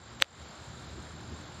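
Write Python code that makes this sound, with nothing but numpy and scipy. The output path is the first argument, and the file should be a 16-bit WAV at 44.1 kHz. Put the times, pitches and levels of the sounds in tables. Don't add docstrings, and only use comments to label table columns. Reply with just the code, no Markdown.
import sys
import numpy as np
from scipy import signal
from scipy.fft import rfft, irfft
from scipy.io import wavfile
from scipy.ndimage import uniform_filter1d

SR = 44100
rng = np.random.default_rng(int(sys.argv[2]) if len(sys.argv) > 2 else 0)


def nominal_scale(level):
    x = np.asarray(level, float) / 20
    return 10 ** x


def digitize_waveform(pressure):
    field = np.atleast_2d(pressure).T
    bounded = np.clip(field, -1, 1)
    quanta = np.round(bounded * 32767).astype(np.int16)
    wavfile.write(sys.argv[1], SR, quanta)


N = 70560
SNAP_S = .222


def evened(x):
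    return x / np.sqrt(np.mean(x ** 2) + 1e-20)


def read(points, hz):
    f, value = np.transpose(points)
    return np.interp(np.log(hz + 1), np.log(f + 1), value)


def curve(points, column=1):
    rows = np.array(points, float)
    return np.interp(np.arange(N) / SR, rows[:, 0], rows[:, column])


def wander(hz):
    z = rfft(rng.standard_normal(N))
    lowpass = 1 + (np.fft.rfftfreq(N, 1 / SR) / hz) ** 4
    return evened(irfft(z / lowpass, N))


def fuzzy_line(hz, sway):
    return (sway * np.exp(2j * np.pi * hz * np.arange(N) / SR)).real


def colour(x, points):
    hz = np.fft.rfftfreq(N, 1 / SR)
    low_end, high_end = (points[0][0] * .7, -90), (points[-1][0] * 1.04, -90)
    ends = [low_end] + list(points) + [high_end]
    return evened(irfft(rfft(x) * nominal_scale(read(ends, hz)), N))


def patchy(patch_db, size):
    frames = N // 256 + 5
    a, b, p = rng.standard_normal((frames, 513, 3)).T
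    p = uniform_filter1d(p, size, 0)
    p = evened(uniform_filter1d(p, 14, 1))
    z = (a + 1j * b) * nominal_scale(patch_db * p)
    return evened(signal.istft(z, nperseg=1024, noverlap=768)[1][:N])


# start_s [s], leaf_db [dB], rumble_db [dB]
WIND = [(0, -56, -59), (.1, -52, -50.5), (.19, -52.5, -49.5), (.37, -51.5, -49.5), (.55, -50.5, -51),
        (.8, -50.5, -48.5), (1.0, -51, -46), (1.15, -51, -48), (1.3, -50.5, -43.5), (1.6, -50, -51)]
# pitch_hz [Hz], level_db [dB per Hz]
RUMBLE_COLOUR = [(15, -73), (25, -52), (55, -3.5), (75, 2), (299, -10), (330, -10.5), (358, -11),
                 (442, -14.5), (700, -39), (910, -45), (1540, -120)]
# pitch_hz [Hz], width_hz [Hz], level_db [dB]
MACHINE_HUM = [(76.9, 22, -57), (121.3, 14, -58.5), (233.7, 26.5, -62.5), (300, 13, -65.5),
               (360.6, 9.7, -65), (530, 18, -97)]


def rumble():
    out = colour(patchy(patch_db=2.5, size=2), RUMBLE_COLOUR)
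    lump_db = 1
    out = out * nominal_scale(lump_db * wander(27) - 1.5)
    for hz, width_hz, db in MACHINE_HUM:
        sway = wander(width_hz / 2) + 1j * wander(width_hz / 2)
        out = out + nominal_scale(db + 48) * fuzzy_line(hz, sway)
    return out * nominal_scale(curve(WIND, column=2))


# pitch_hz [Hz], level_db [dB per Hz]
AIR_COLOUR = [(4410, -32), (7500, -0.5), (7780, -6.5), (10200, -18), (11400, -24), (14900, -28.5)]


def air():
    level_db, start_db, rise_s = -15, -4.5, 0.45
    still_to_rise = np.clip(1 - np.arange(N) / SR / rise_s, 0, 1)
    return nominal_scale(level_db + start_db * still_to_rise) * colour(patchy(patch_db=2.2, size=20), AIR_COLOUR)


# pitch_hz [Hz], level_db [dB per Hz]
LEAF_COLOUR = [(300, -22), (500, -2), (1400, -2), (2700, -12.5), (3900, -6.5), (5150, -13), (5800, -19.5),
               (7200, -14)]


def leaves():
    rustles_per_s, spread_db, rustle_db = 2500, 4.5, -14.5
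    hits = rng.random(N) < rustles_per_s / SR
    strength = nominal_scale(spread_db * np.minimum(rng.exponential(1, N), 3))
    taps = hits * rng.standard_normal(N) * strength
    drive = patchy(patch_db=0.5, size=12) + nominal_scale(rustle_db) * evened(taps)
    high_air = air()
    flicker_db = 0.31
    return (colour(drive, LEAF_COLOUR) + high_air) * nominal_scale(curve(WIND) + flicker_db * wander(25))


# start_s [s], strokes_so_far [count]
WING_STROKES = [(0, -.67), (.398, 17.0), (.823, 36.0), (1.005, 44.0), (1.3, 57.0), (1.6, 70.4)]


def insect():
    near_hz, drift_hz, near_db = 7360, 11, -62.8
    far_hz, far_db = 7110, -73.5
    sharpness, second_stroke, bend_rad, fuzz_depth = 1.6, .22, .4, .25
    angle = 2 * np.pi * curve(WING_STROKES)
    throb = np.exp(sharpness * (np.cos(angle) - 1))
    throb = throb + second_stroke * np.exp(-4.0 * (1 + np.cos(angle)))
    phase = 2 * np.pi * np.cumsum(near_hz + drift_hz * wander(4)) / SR
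    phase = phase + bend_rad * np.sin(angle)
    fuzz = 1 + fuzz_depth * (wander(76) + 1j * wander(90))
    near = throb * (fuzz * np.exp(1j * phase)).real
    far = fuzzy_line(far_hz, wander(80) + 1j * wander(94))
    return nominal_scale(near_db) * evened(near) + nominal_scale(far_db) * far


# start_s [s], level_db [dB]
HALO_LEVEL = [(.2, -78), (0.211, -70), (0.212, -43), (0.222, -32.5), (0.221, -39.5), (0.2247, -32.5),
              (0.228, -72), (.235, -75), (0.237, -58), (.243, -91)]
# pitch_hz [Hz], level_db [dB]
HALO_COLOUR = [(300, 1.5), (700, 7), (1800, -4), (3500, -5), (7800, -2), (8800, -30)]


def snap_halo():
    level = [(0, -140), (.195, -140)] + HALO_LEVEL + [(.25, -140)]
    return colour(rng.standard_normal(N), HALO_COLOUR) * nominal_scale(curve(level))


# pitch_hz [Hz], level_db [dB], rise_s [s per 60 dB], fall_s [s per 60 dB]
NARROW_TONES = [(552, -35, .055, .04), (630, -41, .03, .03), (4700, -51, .06, .09), (6180, -41, .05, .035),
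                (7700, -39, .05, .018), (14350, -55, .05, .01)]


def narrow_tones():
    t = np.arange(N) / SR
    out = np.zeros(N)
    for hz, db, rise_s, fall_s in NARROW_TONES:
        level_db = db - 60 * abs(t - SNAP_S) / np.where(t < SNAP_S, rise_s, fall_s)
        out = out + nominal_scale(level_db) * np.sin(2 * np.pi * hz * t + .6 * wander(hz / 60))
    return out


# pitch_hz [Hz], level_db [dB]
TICK_COLOUR = [(250, -130), (850, -28.5), (1900, -14), (3600, -14), (5200, -27), (9900, -37), (11800, -38),
               (14300, -46)]


def tick():
    size, port_hz, port_q = 1024, 5870, 2.25
    hz = np.fft.rfftfreq(size, 1 / SR)
    spectrum = nominal_scale(read([(20, -80)] + TICK_COLOUR + [(16000, -60)], hz))
    fold = irfft(np.log(spectrum)) * np.where(np.arange(size) < size // 2, 2, 0)
    u = 1j * hz / port_hz
    port = (1 - u / port_q + u * u) / (1 + u / port_q + u * u)
    whole = irfft(np.exp(rfft(fold) - fold[0] / 2) * port)
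    return np.split(whole, 2)[0] / abs(whole).max()


# start_s [s], strength [amplitude, minus is upside down]
BLOWS = [
    (.221963, .143),
    (.222695, .892),
    (.223091, -.217),
    (.2238, .03),
]
# start_s [s], level_db [dB], top_hz [Hz]
FAINT_COPIES = [(.20136, -29, 15000), (.2065, -40, 5000), (.21203, -33, 15000), (.2168, -27, 5000),
                (.2277, -40, 5000), (.2341, -42, 6000), (.2383, -43, 5000), (.24403, -38, 15000)]


def snap():
    halo = snap_halo()
    rings = narrow_tones()
    hz = np.fft.rfftfreq(N, 1 / SR)
    train = 0
    for start_s, strength in BLOWS:
        train = train + strength * np.exp(-2j * np.pi * hz * start_s)
    for start_s, db, top_hz in FAINT_COPIES:
        train = train + nominal_scale(db) * np.exp(-2j * np.pi * hz * start_s - (hz / top_hz) ** 4)
    return halo + rings + irfft(train * rfft(tick(), N), N)


def duck(recover_s):
    start_s, fall_s = 0.224, 0.015
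    t = np.arange(N) / SR - start_s
    return np.clip(np.minimum(t / fall_s, 1 - (t - fall_s) / recover_s), 0, 1)


def scene():
    high = (leaves() + insect()) * nominal_scale(-8.5 * duck(recover_s=0.19))
    low = rumble() * nominal_scale(-16 * duck(recover_s=0.21))
    return (high + low + snap())[None]


# start_s [s], length_s [s], top_hz [Hz]
TOP_GAPS = [(0.084, 0.028, 10300), (0.15, 0.051, 10700), (.44, 0.034, 10500), (1.036, 0.055, 8100),
            (1.44, .05, 10300), (.44, .09, 8900), (.7, .025, 8500), (.856, .05, 9500), (.975, .012, 11500),
            (1.157, .04, 10200), (1.134, 0.032, 8800), (1.2, 0.075, 8350), (1.286, .07, 8850),
            (1.42, .11, 8900)]


def top_band_gaps(x):
    from_hz, gap_db, raggedness, hole_rarity = 7620, -32, .3, 1.5
    hz, t, z = signal.stft(x, SR, nperseg=512, noverlap=384)
    rag = evened(uniform_filter1d(rng.standard_normal((len(TOP_GAPS), len(hz), 1)), 2, 1))
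    edges = 1 + raggedness * np.clip(rag, -2, 1)
    lost = 0
    for (start_s, length_s, top_hz), edge in zip(TOP_GAPS, edges):
        band = ((hz > from_hz) & (hz < top_hz))[:, None]
        lost = lost + (band & (abs(t - start_s - length_s / 2) < edge * length_s / 2))
    specks = evened(uniform_filter1d(rng.standard_normal((len(hz), len(t))), 8, 1))
    away_from_snap = abs(t - SNAP_S) > .035
    lost = lost + (specks > hole_rarity) * (hz > from_hz)[:, None] * away_from_snap
    z = z * nominal_scale(gap_db * np.minimum(lost, 1))
    return signal.istft(z, SR, nperseg=512, noverlap=384)[1][:, :N]


def top_cut(x):
    return signal.sosfilt(signal.butter(12, 15030, fs=SR, output="sos"), x)


def record(dry):
    edge_hz = 14650
    x = signal.oaconvolve(dry, signal.firwin(121, edge_hz, fs=SR)[None], "same")
    return top_cut(top_band_gaps(x))


dry = scene()
out = record(dry)
digitize_waveform(out)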